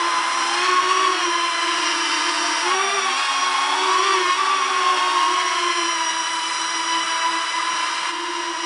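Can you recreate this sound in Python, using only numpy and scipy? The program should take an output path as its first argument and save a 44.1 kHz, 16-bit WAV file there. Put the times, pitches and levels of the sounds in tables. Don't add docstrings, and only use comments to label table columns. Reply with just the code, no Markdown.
import sys
import numpy as np
from scipy import signal
from scipy.fft import rfft, irfft
from scipy.io import wavfile

SR = 44100
rng = np.random.default_rng(int(sys.argv[2]) if len(sys.argv) > 2 else 0)


def file_out(sig):
    cols = np.atleast_2d(sig).T
    lim = np.clip(cols, -1, 1)
    pcm = np.round(lim * 32767).astype(np.int16)
    wavfile.write(sys.argv[1], SR, pcm)


N = 381465
BLADES, HOVER_HZ = 3, 335

# (time [s], speed [Hz])
SHAFT_SPEEDS = [
    [(0, 345.5), (.2, 334), (.5, 339.5), (.64, 367.5), (.86, 364.6), (.97, 378), (1.12, 373.3), (1.28, 345),
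     (1.44, 343.3), (1.76, 350.5), (2.08, 339.6), (2.26, 344.2), (2.45, 344), (2.62, 342.6), (2.72, 376),
     (2.93, 402.8), (3.1, 367.2), (3.3, 361.5), (3.87, 377.3), (4.0, 377.3), (4.08, 393.8), (4.19, 374.3),
     (4.25, 359.6), (4.35, 365.7), (4.4, 387), (5.2, 360.8), (5.44, 362.5), (6.08, 327.8), (6.4, 332.7),
     (7.4, 331.7), (7.68, 339.5), (7.84, 341), (8.32, 348.8), (8.65, 339.5)],
    [(0, 335.3), (.32, 352.7), (.55, 343.4), (.62, 360.3), (1.2, 362.1), (1.3, 349.3), (2.08, 334.5),
     (2.3, 337.4), (2.6, 336.6), (2.72, 365), (2.93, 395.5), (3.1, 364.5), (3.2, 370.3), (3.4, 360.8),
     (3.95, 364.2), (4.1, 372.5), (4.27, 358.2), (4.4, 370.3), (5.28, 351), (5.5, 361.7), (5.84, 351),
     (6.08, 334), (6.56, 334.5), (7.15, 333.2), (7.36, 334.4), (7.84, 332), (8.16, 337.4), (8.65, 335)],
    [(0, 311), (.48, 298.8), (.62, 337.5), (1.2, 324.1), (1.44, 332.6), (1.76, 334.4), (2.24, 329.1),
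     (2.62, 325.8), (2.93, 277.4), (3.2, 308.2), (3.36, 303.9), (3.68, 301.8), (3.84, 319.8), (4.02, 349.5),
     (4.16, 314), (4.32, 335.4), (4.62, 308), (4.96, 314.2), (5.12, 323.3), (5.72, 345.7), (6.08, 322.6),
     (6.24, 323.5), (7.4, 324.2), (7.68, 324), (7.84, 330.7), (8.65, 325)],
    [(0, 292), (.42, 262.2), (.8, 303.8), (1.12, 327.2), (1.44, 341.2), (1.6, 331.3), (1.96, 308),
     (2.1, 305.9), (2.26, 307.1), (2.6, 308), (2.72, 265.4), (2.93, 217.3), (3.1, 263.3), (3.25, 284),
     (3.52, 271.4), (3.84, 296), (4.05, 352.8), (4.24, 340), (4.4, 300.3), (4.6, 270.5), (4.8, 288.1),
     (5.44, 328.6), (5.76, 336.6), (6.08, 323), (6.3, 325.8), (7.4, 329.5), (7.8, 317), (8.32, 318.4),
     (8.65, 320.7)],
]
# (time [s], faster pair's buzz [dB], slower pair's buzz [dB],
# slower pair's shaft tones [dB], second rotor's blade tone [dB], treble of the buzz [dB])
ROTOR_BALANCE = [(0, -2.5, -13, -15, -7, 1), (.4, -7.5, -3.5, 7, -1, 7.5), (.66, -5, 1, -12, -20, 2),
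                 (.8, -7, -3, 0, -20, 1), (.9, -3.5, -1, 1, -4, 4.5), (1.3, 1, -1, 7, 7, -3),
                 (1.8, -1, 2, 10, 9.5, 1), (2.1, -4.5, -3, 7, 0, 7), (2.5, -6.5, -5, 13, 10.5, 6.5),
                 (2.8, -1, 2, -10.5, 3.5, -1), (3.2, -4, 5.5, 11.5, 2, 7.5), (3.7, -0.5, -4, 10.5, 12, 3),
                 (3.92, -2, 0, 1, -4, 1), (4.1, 0, -3, 1, 0.5, -3), (4.45, -4, -1.5, 4.5, -1, 6),
                 (4.9, -4, -1, -0.5, 14.5, 7.5), (5.2, -4, 0, 3, -41, 4.5), (5.7, -0.5, 1.5, -10, 2, 1),
                 (6.4, -3, -9.5, 10, -12, 0), (7.2, -4.5, -3, 8, -11, -1.5), (7.7, -1, -5.5, 9, -1.5, 3),
                 (8.65, -2.5, 2.5, -4, 15.5, 6.5)]
# (frequency [Hz], gain [dB])
FRAME_RESPONSE = [(1300, 0), (1900, -2), (2300, 0.5), (2700, 4), (3200, 3), (3600, 5), (4200, 2.5),
                  (4700, 3), (5200, 4.5), (5900, -5.5), (7000, -4), (8100, -0.5), (10000, -5)]


def rotors():
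    speeds = np.vstack([in_time(curve) for curve in SHAFT_SPEEDS])
    turbulence = np.clip(np.sqrt(np.ptp(speeds, axis=0) / 70), .5, 1.4)
    *pair_buzz_db, slower_shaft_db, second_blade_fading_db, treble_db = in_time(ROTOR_BALANCE)
    shafts, blades, buzz = np.zeros((3, N))
    for rotor, speed in enumerate(speeds):
        pair = rotor // 2
        unrest = np.minimum(turbulence * (HOVER_HZ / speed) ** 1.6, 2)
        shaft_turns, blade_turns = rotation(speed, unrest)
        octaves_up = np.log2(speed / HOVER_HZ)
        shafts += shaft_tone(rotor, shaft_turns, slower_shaft_db * pair)
        blades += blade_tone(rotor, blade_turns, unrest, second_blade_fading_db * (rotor == 1))
        buzz += rotor_buzz(rotor, blade_turns, octaves_up, pair_buzz_db[pair])
        buzz += octave_tone(rotor, blade_turns, octaves_up)
    return shafts, blades, shelved(coloured(buzz, FRAME_RESPONSE), treble_db, above_hz=4400)


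def rotation(speed, unrest):
    wandering_hz = speed + 3 * unrest * drift(16)
    shaft_turns = np.cumsum(wandering_hz) / SR + rng.random()
    jitter_turns = .0105 * np.sqrt(unrest) * drift(79)
    return shaft_turns, shaft_turns + jitter_turns


# (time [s], faster pair's level [dB], slower pair's level [dB])
BLADE_LEVELS = [(0, -19, -32), (.35, -26.5, -37), (.63, -25, -28), (.67, -14.5, -32), (.79, -15.5, -34),
                (.83, -23, -32), (.9, -17.5, -34), (1.04, -18.5, -39), (1.3, -30, -24), (1.9, -33, -30),
                (2.6, -37, -29.5), (2.7, -24, -26), (2.9, -27.5, -37.5), (3.2, -28, -27.5),
                (3.45, -23.5, -32.5), (3.75, -35, -24), (3.85, -24.5, -24), (3.96, -14, -22),
                (4.03, -22.5, -24), (4.1, -18, -30), (4.2, -24.5, -25), (4.32, -20, -29), (4.5, -20, -32),
                (4.8, -29.5, -36), (5.15, -17.5, -23.5), (5.5, -24.5, -26), (6, -29, -28.5),
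                (6.85, -28.5, -32), (6.96, -17, -42), (7.06, -28, -39), (7.2, -23, -41), (7.28, -17.5, -31),
                (7.4, -23, -33), (8.65, -40.5, -32)]
BLADE_SHARE_DB = [-2.5, -6.5, -5, -4.5]


def blade_tone(rotor, turns, unrest, fading_db):
    level_db = in_time(BLADE_LEVELS)[rotor // 2] + BLADE_SHARE_DB[rotor] + fading_db
    flutter_db = .18 * drift(1.2) + 2.3 * unrest * drift(22)
    return from_db(level_db + flutter_db) * tone(BLADES * turns)


# (time [s], then for the faster and for the slower pair:
# overtones between blade harmonics [dB], blade harmonics 2 and 3 [dB], higher blade harmonics [dB])
BUZZ_BALANCE = [(0, -3, -6, 3.5, 0, -3, -5), (.3, -17, -2, 3, -4, 2, -10), (.6, 7, 0.5, 8, 4, -1.5, 4),
                (1, 3.5, -3, 2.5, 2.5, 0.032, -2), (1.4, -3.5, -5, 0.5, 4, -1.5, 4),
                (1.8, 2, -3, 3, 0.5, -1, 1.5), (2.1, 4, 2.5, 0, 5, 2.5, 3), (2.55, 2, -0.5, 2, 6, -1, 2.5),
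                (2.75, 1.5, -4, -1, -3, 2, 4), (2.95, 2.5, -2.5, -1, -5, 0, 5), (3.2, -4, 2, -2, 1, 2, 1),
                (3.5, -2, -1.5, -5.5, 5, -1, 6), (3.85, -4, -2.5, -3, 5, -3, 6.5),
                (4.1, 3.5, -2, 8, 1, -5, 3), (4.3, 4.5, -0.5, -0.5, 0, -1, 7),
                (4.6, -1, -2, -4.5, 7, 2, 0.5), (5.1, 0.5, 0, -1, 2, -1, 1.5),
                (5.7, -2.5, -4, 1, 1.5, -0.5, 1), (6.1, -0.5, -1, 4.5, 3, 2.5, 5),
                (6.6, 0, -0.5, 9.5, -2, 0, 1), (7.1, -1.5, 1, 5, 6, 0, 8), (7.6, 0, -3, 2, -1, -5, 5),
                (8.1, 1.5, -2, 1, -3, 0, 3.5), (8.65, -5, -5, 0.5, -1, -0.5, -4)]
# (time [s], gain [dB])
SECOND_HARMONIC = [(0, 7), (1, -0.5), (2, -1), (2.9, 3), (3.2, -3), (3.8, -2), (4.1, 0), (5.5, -0.5),
                   (6.2, 1), (7.5, 4), (8.65, 0)]
# (time [s], gain [dB])
FIFTH_HARMONIC = [(1.7, 0), (1.95, 4.5), (2.6, 5), (2.72, 0)]
BUZZ_SHARE_DB = [-9.5, -9.5, -14.5, -11]


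def rotor_buzz(rotor, turns, octaves_up, facing_db, db_per_octave=11):
    between, low, high = from_db(in_time(BUZZ_BALANCE)).reshape(2, 3, N)[rotor // 2]
    gains = {"between": between, "third": low, "higher": high,
             "second": low * from_db(in_time(SECOND_HARMONIC)[0]),
             "fifth": high * from_db(in_time(FIFTH_HARMONIC)[0])}
    phase = np.linspace(0, 1, 2049)
    waves = one_turn(rotor, phase)
    pressure = sum(gains[group] * np.interp(turns % 1, phase, wave) for group, wave in waves.items())
    level_db = BUZZ_SHARE_DB[rotor] + facing_db + db_per_octave * octaves_up
    return from_db(level_db + 1.7 * drift(25)) * pressure


# (frequency [multiples of shaft speed], relative level [dB])
BUZZ_SPECTRUM = [(4, -6.5), (5, -2), (6, 1), (7, -7.5), (8, -10.5), (9, -1), (10, -22), (11, -24.5),
                 (12, -9.5), (14, -23.5), (15, -11), (18, -12.5), (21, -17), (24, -20), (27, -22.5),
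                 (30, -26)]
BUZZ_SLOPES = [-0.3, -2.5, -1.2, 1]


def one_turn(rotor, phase):
    blade_groups, waves = {6: "second", 9: "third", 15: "fifth"}, {}
    for multiple, db in BUZZ_SPECTRUM:
        group = "between" if multiple % BLADES else blade_groups.get(multiple, "higher")
        gain = from_db(db + BUZZ_SLOPES[rotor] * np.log2(multiple / 9))
        waves[group] = waves.get(group, 0) + gain * tone(multiple * phase + rng.random())
    rms = np.sqrt(np.mean(sum(waves.values()) ** 2))
    return {group: wave / rms for group, wave in waves.items()}


# (time [s], level [dB])
SHAFT_LEVEL = [(0.0, -33), (0.29, -44), (0.72, -29.5), (0.79, -33.5), (1.25, -32.5), (1.33, -36.5),
               (2.58, -37.5), (2.74, -29.5), (3.16, -40.5), (3.25, -58), (3.39, -41), (3.56, -47.5),
               (3.9, -33), (4.21, -27), (4.34, -40.5), (5.85, -32.5), (6.04, -45.5), (6.4, -46),
               (6.72, -49.5), (6.89, -39), (7.2, -46), (7.35, -39.5), (7.49, -54), (7.56, -45), (8.07, -47),
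               (8.13, -36.5), (8.65, -33.5)]
SHAFT_SHARE_DB = [2.5, -5, -25.5, -9]


def shaft_tone(rotor, turns, facing_db):
    level_db = in_time(SHAFT_LEVEL)[0] + SHAFT_SHARE_DB[rotor] + facing_db
    return from_db(level_db + 2.2 * drift(19)) * tone(turns)


# (time [s], gain [dB])
OCTAVE_GAIN = [(0, -1), (.6, -2.5), (1.2, 2), (2, -2), (2.8, 1.5), (3.6, 2.5), (4.3, -3.5), (5, 4.5),
               (5.8, -1), (6.3, -5), (6.9, -10), (7.2, 4.5), (7.6, -7), (8.1, -7), (8.65, 3)]
OCTAVE_SHARE_DB = [-26.5, -31, -29.5, -29]


def octave_tone(rotor, turns, octaves_up, db_per_octave=28):
    level_db = OCTAVE_SHARE_DB[rotor] + in_time(OCTAVE_GAIN)[0] + db_per_octave * octaves_up
    return from_db(level_db + 4.5 * drift(13)) * tone(2 * turns)


# (frequency [Hz], relative spectral density [dB])
WASH_SPECTRUM = [(40, -35), (130, -43), (270, -15.5), (480, -15), (800, -11), (1050, 0.5), (1500, -2.5),
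                 (2500, -10.5), (3300, -9), (4500, -18.5), (5700, -12.5), (6600, -24.5), (7600, -22.5),
                 (9300, -27.5), (10200, -27.5), (11000, -41)]
# (time [s], gain [dB])
WASH_GUSTS = [(0, 0.5), (1, -1), (1.5, -1), (2.5, -1.5), (2.9, -0.5), (3.7, -0.5), (4.1, -0.5), (4.6, 0.5),
              (5.7, -2), (6.2, -2), (7.5, -2), (8.1, 0.5), (8.14, 0), (8.65, 0.5)]
# (centre [Hz], bandwidth of one filter pass [Hz], level [dB])
WASH_RESONANCES = [(1209, 81, -16), (5685, 117, -21), (9290, 305, -29.5)]


def air_wash():
    gust_db, = in_time(WASH_GUSTS)
    jets = rms_one(coloured(rng.standard_normal(N), WASH_SPECTRUM))
    hiss = from_db(gust_db - 5) * shelved(jets, -gust_db, above_hz=3440)
    for centre_hz, width_hz, db in WASH_RESONANCES:
        b, a = signal.iirpeak(centre_hz, centre_hz / width_hz, fs=SR)
        band = signal.lfilter(b, a, rng.standard_normal(N))
        hiss += from_db(db) * rms_one(signal.lfilter(b, a, band))
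    return hiss


# (switching frequency [Hz], relative level [dB])
MOTOR_DRIVERS = [(5703, -1), (5712, -11), (5693, -13)]
# (time [s], level [dB])
WHINE_LEVEL = [(0, -52), (.38, -34), (.6, -43), (.7, -41), (.9, -38), (1.2, -38.5), (1.3, -32), (1.5, -49),
               (1.66, -44), (1.78, -34), (2.3, -34), (2.62, -34), (2.7, -36), (2.78, -31.5), (3.14, -35),
               (3.25, -47), (3.42, -32), (3.56, -47), (4.1, -35), (4.4, -41.5), (4.65, -35), (4.95, -48),
               (5.4, -37), (5.9, -33.5), (6.07, -29.5), (6.28, -33), (6.4, -42), (6.6, -33.5),
               (7.15, -35.5), (7.3, -45), (7.8, -36), (8.1, -45), (8.65, -37)]


def switching_whine(wander_hz=5.5, flutter_db=2):
    whine = np.zeros(N)
    for hz, db in MOTOR_DRIVERS:
        cycles = np.cumsum(hz + wander_hz * drift(10.65)) / SR + rng.random()
        whine += from_db(db) * tone(cycles)
    return from_db(in_time(WHINE_LEVEL)[0] + flutter_db * drift(63)) * whine


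# (time [s], level [dB])
DRAUGHT_LEVEL = [(0, -53), (1, -57.5), (1.8, -55), (2.3, -61), (3, -72), (3.9, -58), (4.6, -68), (5.2, -56),
                 (5.7, -66), (6.1, -50.5), (6.9, -55), (7.6, -51.5), (8.65, -56)]


def draught(flutter_db=5):
    bass_band = signal.butter(2, [70, 190], "band", fs=SR, output="sos")
    bass = rms_one(signal.sosfilt(bass_band, rng.standard_normal(N)))
    return from_db(in_time(DRAUGHT_LEVEL)[0] + flutter_db * drift(10.6)) * bass


def room(x, echo_db, t60_s=.5, gap_s=.006):
    age = np.arange(round(t60_s * SR)) / SR
    echo = rng.standard_normal(len(age)) * from_db(-60 * age / t60_s) * (age > gap_s)
    echo /= np.sqrt(np.sum(echo ** 2))
    return x + from_db(echo_db) * signal.fftconvolve(x, echo)[:N]


def from_db(db):
    return 10 ** (np.asarray(db) / 20)


def rms_one(x):
    return x / np.sqrt(np.mean(x ** 2) + 1e-20)


def in_time(rows):
    times, *columns = np.transpose(rows)
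    return np.array([np.interp(np.arange(N) / SR, times, column) for column in columns])


def drift(rate_hz):
    step, settling = 20, 4000
    pole = np.exp(-2 * np.pi * rate_hz * step / SR)
    noise = rng.standard_normal(N // step + settling + 2)
    slow = signal.lfilter([1], [1, -2 * pole, pole * pole], noise)[settling:]
    return np.interp(np.arange(N) / step, np.arange(len(slow)), rms_one(slow))


def tone(cycles):
    return np.sqrt(2) * np.sin(2 * np.pi * cycles)


def coloured(x, response):
    hz, db = np.transpose(response)
    bins_hz = np.fft.rfftfreq(N, 1 / SR) + 1
    gain = from_db(np.interp(np.log(bins_hz), np.log(hz), db))
    return irfft(rfft(x) * gain, N)


def shelved(x, db, above_hz):
    treble = signal.sosfiltfilt(signal.butter(3, above_hz, "high", fs=SR, output="sos"), x)
    return x + (from_db(db) - 1) * treble


# (time [s], level [dB], treble [dB])
AIR_LEVELS = [(0, -20.5, 2), (.5, -21, 5.5), (.67, -21.5, 1), (1.3, -22.5, 3.5), (2.1, -21, 5),
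              (2.6, -20.5, 5.5), (2.8, -23, 6.5), (3.2, -23.5, 5.5), (3.7, -21, 3.5), (4.2, -22, 1.5),
              (4.45, -24, 3.5), (4.85, -22, 2), (5.7, -22.5, 4.5), (6.45, -22.5, 7), (7, -21.5, 4),
              (7.5, -22, 3), (8.1, -24, 4), (8.12, -28.5, 3.5), (8.65, -26.5, 2)]
# (frequency [Hz], level against the middle [dB])
SIDE_SPECTRUM = [(100, -20), (250, -42), (1000, -62.5), (2000, -74), (4000, -47), (8000, -33)]


def scene():
    air_db, treble_db = in_time(AIR_LEVELS)
    shafts, blades, buzz = rotors()
    air = shelved(room(buzz + air_wash(), echo_db=-7.5), treble_db, above_hz=7900)
    tones = room(shafts + blades, echo_db=-14) + switching_whine()
    middle = from_db(air_db) * air + tones + draught()
    side = coloured(np.roll(middle, SR // 9), SIDE_SPECTRUM)
    return np.array([middle + side, middle - side])


def record(dry):
    bass_hz, cutoff_hz = 308, 11040
    thin = signal.sosfilt(signal.butter(2, bass_hz, "high", fs=SR, output="sos"), dry)
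    return signal.sosfilt(signal.ellip(12, .3, 70, cutoff_hz, fs=SR, output="sos"), thin)


dry = scene()
out = record(dry)
file_out(out)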